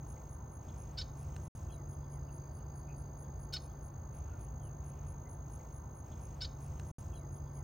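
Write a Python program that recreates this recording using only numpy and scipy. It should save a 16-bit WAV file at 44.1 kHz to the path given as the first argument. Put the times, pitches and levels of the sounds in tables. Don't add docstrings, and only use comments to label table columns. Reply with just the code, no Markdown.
import sys
import numpy as np
from scipy import signal
from scipy.fft import rfft, irfft, next_fast_len
from scipy.io import wavfile

SR = 44100
rng = np.random.default_rng(int(sys.argv[2]) if len(sys.argv) > 2 else 0)


def bounce(signal):
    frames = np.transpose(np.atleast_2d(signal))
    limited = np.clip(frames, -1, 1)
    pcm = np.round(limited * 32767).astype(np.int16)
    wavfile.write(sys.argv[1], SR, pcm)


N = 336483
TIME = np.arange(N) / SR
LOOP_START_S, LOOP_END_S, SEAM_S = 1.5502, 6.9835, .07
CALL_ATTACK_S, CALL_PUSH_S = .014, .032

# frequency_hz, relative_db
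RUMBLE_MID_EQ = [(22, -26), (35, -15.5), (53, 1), (77, 0.5), (100, -3), (122, -4.5), (170, -13), (300, -19),
                 (400, -22), (950, -24.5), (1600, -36), (2400, -51), (3100, -61)]
RUMBLE_SIDE_EQ = [(35, -46), (60, -38.5), (131, -14), (297, -2), (349, -2), (771, 5), (1180, -2.5),
                  (1470, -16.5), (2000, -65), (2600, -82), (4400, -120)]
# frequency_hz, relative_db
HISS_MID_EQ = [(2000, -7.5), (5000, -4.5), (8000, -33), (12000, -24.5), (13300, -14.5), (14500, 4),
               (15000, -3.5), (15600, 2.5)]
HISS_SIDE_EQ = [(2000, -64.5), (4500, -20.5), (8000, -8), (9500, -13), (12000, -2.5), (14500, 7),
                (15600, 1)]
# pitch_hz, relative_db
ENGINE_PARTIALS = [(70, -6.5), (140, 0.5), (339, -20), (365, -22)]
# time_s, level_db
ENGINE_FADER = [(1.6, -51.5), (2.1, -49), (4.45, -54), (4.68, -49), (5.6, -56.5), (6.35, -54.5),
                (6.55, -50.5)]
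# start_s, length_s, rustle_db, treble_db, bass_rise_db
WIND_GUSTS = [(1.51, 0.12, -81, 9.5, 3.5), (4.15, 0.28, -78.5, -9, 1.5), (4.834, 0.25, -79, -8.5, 2.5),
              (5.477, 0.22, -84, 5.5, -1), (6.07, 0.39, -77.5, 1, 1), (6.607, 0.35, -79.5, 6, 3.5)]
# frequency_hz, relative_db
LEAF_EQ = [(1000, -2.5), (2500, 10), (4000, 0), (6000, 6.5), (9000, -2.5), (12000, -30), (15500, -11.5)]
# time_s, level_db
SNAPS = [(6.798, -47)]
# frequency_hz, relative_db
SNAP_EQ = [(300, 11.5), (2000, 4), (4000, -1.5), (8000, -7), (15000, -19)]
# start_s, length_s, start_hz, end_hz, level_db, scratch_hz
FAR_WHISTLES = [(1.683, 0.067, 3200, 3315, -71.5, 70), (1.686, .032, 2770, 2520, -73.5, 50),
                (1.717, 0.034, 3470, 2540, -73, 50), (1.711, .056, 4200, 3770, -73, 50),
                (1.751, 0.087, 2380, 1760, -78, 30), (2.11, 0.11, 2430, 1680, -77.5, 30),
                (2.279, .03, 2700, 2810, -73.5, 120), (2.872, 0.065, 2420, 2470, -67.5, 120),
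                (4.265, .12, 1360, 1434, -69, 40), (4.589, .125, 3430, 2540, -76, 80),
                (5.25, 0.041, 2030, 2000, -69.5, 90), (5.594, 0.024, 2060, 2120, -71, 80),
                (6.113, .03, 3610, 3300, -69, 300)]
# time_s, pitch_hz, level_db
CHORUS_CURVE = [(1.55, 4895, -85), (2.55, 4728, -80), (5.1, 4650, -92.5), (6.9, 4760, -95)]
# frequency_hz, relative_db
SHIMMER_EQ = [(8300, -28), (9200, 0.5), (9750, 1.5), (10300, -18), (11000, -27.5)]
# first_chirp_s, last_chirp_s, chirp_count
CHIRP_BOUTS = [(1.559, 1.922, 3), (2.138, 3.858, 9), (4.167, 4.428, 2), (4.66, 5.982, 7), (6.243, 6.243, 1),
               (6.643, 6.893, 2)]
# first_stroke_s, last_stroke_s
TRILL_RUNS = [(1.557, 2.515), (2.552, 2.628), (2.666, 3.905), (3.943, 6.347), (6.42, 6.909)]
# lock_s, pitch_hz, note_db, rasp_db, edge_db
CHECK_CALLS = [(3.539, 742, -37, -38, -50.5), (6.420, 751, -39.5, -37.5, -68)]
# harmonic_number, relative_db
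NOTE_PARTIALS = [(2, -13.5), (3, -21.5), (4, -13), (5, -5.5), (6, -27.5), (7, 0.5), (8, -23), (9, -22),
                 (10, -27.5), (11, -33), (12, -31), (13, -31.5)]
# frequency_hz, relative_db
RASP_EQ = [(700, -49), (1400, -18), (2300, -17.5), (3000, -16), (3700, -5), (4400, 2.5), (5100, -4.5),
           (6000, -19), (8000, -29.5), (11000, -52), (16000, -38)]
EDGE_EQ = [(2000, 6), (6000, 6), (10000, 2), (12000, -8), (15500, 3)]


def from_db(db):
    return 10 ** (np.asarray(db) / 20)


def unit_rms(x):
    return x / np.sqrt(np.mean(x ** 2) + 1e-20)


def automation(rows):
    times_s, *columns = np.transpose(rows)
    return [np.interp(TIME, times_s, column) for column in columns]


def noise(eq):
    hz, level_db = np.transpose(eq)
    size = next_fast_len(N)
    bin_hz = np.maximum(np.arange(size // 2 + 1) * SR / size, 1)
    gain = from_db(np.interp(np.log(bin_hz), np.log(hz), level_db))
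    gain *= np.minimum(bin_hz / hz[0], 1) ** 2 * np.minimum(hz[-1] / bin_hz, 1) ** 4
    return unit_rms(irfft(rfft(rng.standard_normal(size)) * gain, size)[:N])


def lowpass(x, cutoff_hz):
    return signal.sosfiltfilt(signal.butter(2, cutoff_hz, fs=SR, output="sos"), x)


def drift(rate_hz):
    knots = rng.standard_normal(int(N / SR * rate_hz) + 2)
    return unit_rms(np.interp(TIME * rate_hz, np.arange(len(knots)), knots))


def phase_of(hz):
    return 2 * np.pi * np.cumsum(hz) / SR


def arch(position):
    return np.sin(np.pi * np.clip(position, 0, 1))


def crossfade(t, ease_s=.0008):
    return .5 + .5 * np.tanh(t / (2 * ease_s))


def from_right(x, lag_us):
    size = next_fast_len(N)
    delay = np.exp(-2j * np.pi * np.arange(size // 2 + 1) * SR / size * lag_us / 1e6)
    return np.array([irfft(rfft(x, size) * delay, size)[:N], x])


def reverb(x, t60_s, wet_db):
    response = rng.standard_normal(SR // 2) * from_db(-60 * TIME[:SR // 2] / t60_s)
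    return from_db(wet_db) * signal.oaconvolve(x, response / np.linalg.norm(response))[:N]


def gust(start_s, length_s, attack_s=.036, release_s=.071):
    rise = np.clip((TIME - start_s) / attack_s + 1, 0, 1)
    return rise * np.exp(-np.maximum(TIME - start_s - length_s, 0) / release_s)


def rumble(level_db=-46.5, lag_s=.06):
    wind_db = .5 * drift(4)
    wind_db += sum(rise_db * gust(s + lag_s, length_s) for s, length_s, _, _, rise_db in WIND_GUSTS)
    bed = noise(RUMBLE_MID_EQ)
    bass = lowpass(bed, 150)
    return from_db(level_db) * (from_db(wind_db) * bass + (bed - bass))


def far_engine(waver_db=.5):
    level_db, = automation(ENGINE_FADER)
    speed = 1 + .00409 * drift(3)
    hum = sum(from_db(db) * np.sqrt(2) * np.sin(phase_of(hz * speed)) for hz, db in ENGINE_PARTIALS)
    return from_db(level_db + waver_db * drift(4.4)) * hum


def background_hiss(hiss_db=-76, side_rumble_db=-62, side_hiss_db=-72):
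    lift_db = sum(from_db(treble_db) * gust(s, length_s) for s, length_s, _, treble_db, _ in WIND_GUSTS)
    side = from_db(side_rumble_db) * noise(RUMBLE_SIDE_EQ) + from_db(side_hiss_db) * noise(HISS_SIDE_EQ)
    return from_db(hiss_db + lift_db) * noise(HISS_MID_EQ) + side * np.array([[1], [-1]])


def corn_leaves(trim_db=3, flutter_db=.56, calm_db=-93):
    leaves, gusts = noise(LEAF_EQ), np.zeros(N)
    dull = lowpass(leaves, 5000)
    for start_s, length_s, rustle_db, treble_db, _ in WIND_GUSTS:
        rustle = dull + from_db(treble_db) * (leaves - dull)
        gusts += from_db(rustle_db) * gust(start_s, length_s) * rustle
    return from_db(trim_db - flutter_db * drift(40)) * (gusts + from_db(calm_db) * noise(LEAF_EQ))


def snap(decay_s=.0018):
    envelope = sum(from_db(db) * np.exp(-np.abs(TIME - s) / decay_s) * (TIME > s - .0005)
                   for s, db in SNAPS)
    return envelope * noise(SNAP_EQ)


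def twitters(per_s=2.4, length_s=.04, level_db=-82, low_hz=2310, high_hz=3600, scratch_hz=130):
    draws = rng.random((round(per_s * N / SR), 2))
    starts_s = draws[:, 0] * N / SR
    pitches_hz = low_hz + (high_hz - low_hz) * draws[:, 1]
    return [(s, length_s, hz, hz, level_db, scratch_hz) for s, hz in zip(starts_s, pitches_hz)]


def far_birds():
    calls, wobble = np.zeros(N), drift(700)
    for start_s, length_s, start_hz, end_hz, level_db, scratch_hz in FAR_WHISTLES + twitters():
        active = (TIME > start_s) & (TIME < start_s + length_s)
        progress = (TIME[active] - start_s) / length_s
        pitch_hz = start_hz + (end_hz - start_hz) * progress + scratch_hz * wobble[active]
        calls[active] += from_db(level_db) * np.sqrt(2) * arch(progress) * np.sin(phase_of(pitch_hz))
    return calls + reverb(calls, t60_s=.2, wet_db=-9)


def far_chorus(spread_hz=140):
    pitch_hz, level_db = automation(CHORUS_CURVE)
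    tone = np.sin(phase_of(pitch_hz + spread_hz * drift(500)))
    return from_db(level_db) * unit_rms(reverb(tone, t60_s=.87, wet_db=0))


def katydid(ticks_per_s=30.6, level_db=-63, decay_s=.0014):
    since_tick_s = (np.cumsum(ticks_per_s + .2 * drift(3.3)) / SR % 1) / ticks_per_s
    scrape = noise([(8000, -30.5), (11000, -31), (14300, -5.5), (15800, -2)])
    envelope = from_db(level_db + 2.5 * drift(15)) * np.exp(-since_tick_s / decay_s)
    return from_right(envelope * scrape, lag_us=46)


def chirping_cricket(pitch_hz=9830, level_db=-55, fall_hz=430, rise_hz=260, strokes_per_s=110):
    effort, stroke = np.zeros(N), np.zeros(N)
    for chirp_s in np.concatenate([np.linspace(*bout) for bout in CHIRP_BOUTS]):
        strokes = (TIME - chirp_s) * strokes_per_s + 4.2
        active = (strokes > 0) & (strokes < 7)
        effort[active] = np.interp(strokes[active], [0, 3, 6, 7], [.4, 1, 1, .85])
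        stroke[active] = strokes[active] % 1
    bend_hz = rise_hz * (effort - 1) - fall_hz * (stroke - .5) + 100 * drift(1300)
    tone = np.sin(phase_of(pitch_hz + bend_hz))
    song = from_db(level_db + drift(5)) * effort * arch(stroke) ** 1.4 * tone
    tail = reverb(song, t60_s=.16, wet_db=-12)
    shimmer = from_db(-81) * noise(SHIMMER_EQ)
    return from_right(song + tail + shimmer, lag_us=38.4)


def trilling_cricket(pitch_hz=6480, level_db=-56.5, fall_hz=90, strokes_per_s=53.1, duty=.69):
    stroke = np.zeros(N)
    for first_s, last_s in TRILL_RUNS:
        count = round((last_s - first_s) * strokes_per_s)
        progress = (TIME - first_s) / (last_s - first_s)
        stroke += np.clip(progress * count + duty / 2, 0, count + 1) % 1
    tone = np.sin(phase_of(pitch_hz - fall_hz * (stroke - .5) + 28 * drift(400)))
    song = from_db(level_db + .21 * drift(30)) * arch(stroke / duty) * tone
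    return from_right(song + reverb(song, t60_s=.36, wet_db=-10.5), lag_us=25.7)


def check_contour(t, note_s=.024, rise_s=.01, slur=.19, note_rough=.26, rasp_rough=.87):
    attack_db_per_s, sag_db_per_s, release_db_per_s, tire_db_per_s = 1200, 177, 1100, 130
    broken = crossfade(t - note_s)
    held = crossfade(t) * (1 - broken)
    pitch_ratio = 1 - slur * (np.clip(-t / rise_s, 0, 1) + broken)
    effort_db = np.minimum(attack_db_per_s * t, -sag_db_per_s * t)
    effort_db -= release_db_per_s * np.maximum(t - CALL_PUSH_S, 0)
    falter_db = tire_db_per_s * t * held + 5 * arch(broken)
    rough = rasp_rough + (note_rough - rasp_rough) * held
    return pitch_ratio, effort_db - falter_db, rough


def blackbird(edge_s=.0082, jitter=.045, treeline_s=.072):
    calls, rasp, edge, wobble = np.zeros(N), noise(RASP_EQ), noise(EDGE_EQ), drift(1500)
    for lock_s, pitch_hz, note_db, rasp_db, edge_db in CHECK_CALLS:
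        active = (TIME > lock_s - CALL_ATTACK_S) & (TIME < lock_s + 2 * CALL_PUSH_S)
        t = TIME[active] - lock_s
        pitch_ratio, envelope_db, rough = check_contour(t)
        phase = phase_of(pitch_hz * pitch_ratio * (1 + jitter * rough * wobble[active]))
        note = sum(from_db(db) * np.sin(k * phase + rng.uniform(0, 2 * np.pi)) for k, db in NOTE_PARTIALS)
        voice = from_db(note_db) * np.sqrt(1 - rough ** 2) * unit_rms(note)
        voice += from_db(rasp_db) * rough * rasp[active]
        push = from_db(edge_db) * np.exp(-(t / edge_s) ** 2) * edge[active]
        calls[active] += from_db(envelope_db) * voice + push
    stalks = reverb(calls, t60_s=.08, wet_db=-18)
    field = reverb(calls, t60_s=.42, wet_db=-20)
    echo = np.interp(TIME - treeline_s, TIME, reverb(calls, t60_s=.053, wet_db=-28))
    return calls + stalks + field + echo


def scene():
    insects = trilling_cricket() + chirping_cricket() + katydid() + far_chorus()
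    birds = blackbird() + far_birds()
    corn = corn_leaves() + snap()
    bed = rumble() + far_engine() + background_hiss()
    return bed + corn + insects + birds


def record(dry, cutoff_hz=15800):
    start, end = round(LOOP_START_S * SR), round(LOOP_END_S * SR)
    fade_in = np.clip((TIME - LOOP_START_S) / .0006, 0, 1)
    fade_out = np.clip((LOOP_END_S - SEAM_S - TIME) / .003 + .5, 0, 1)
    playhead = start + (np.arange(N) - start) % (end - start)
    looped = (dry * fade_in * fade_out)[:, playhead]
    high_cut = signal.ellip(10, .1, 80, cutoff_hz, fs=SR, output="sos")
    return signal.sosfilt(high_cut, looped + 1e-18)


dry = scene()
out = record(dry)
bounce(out)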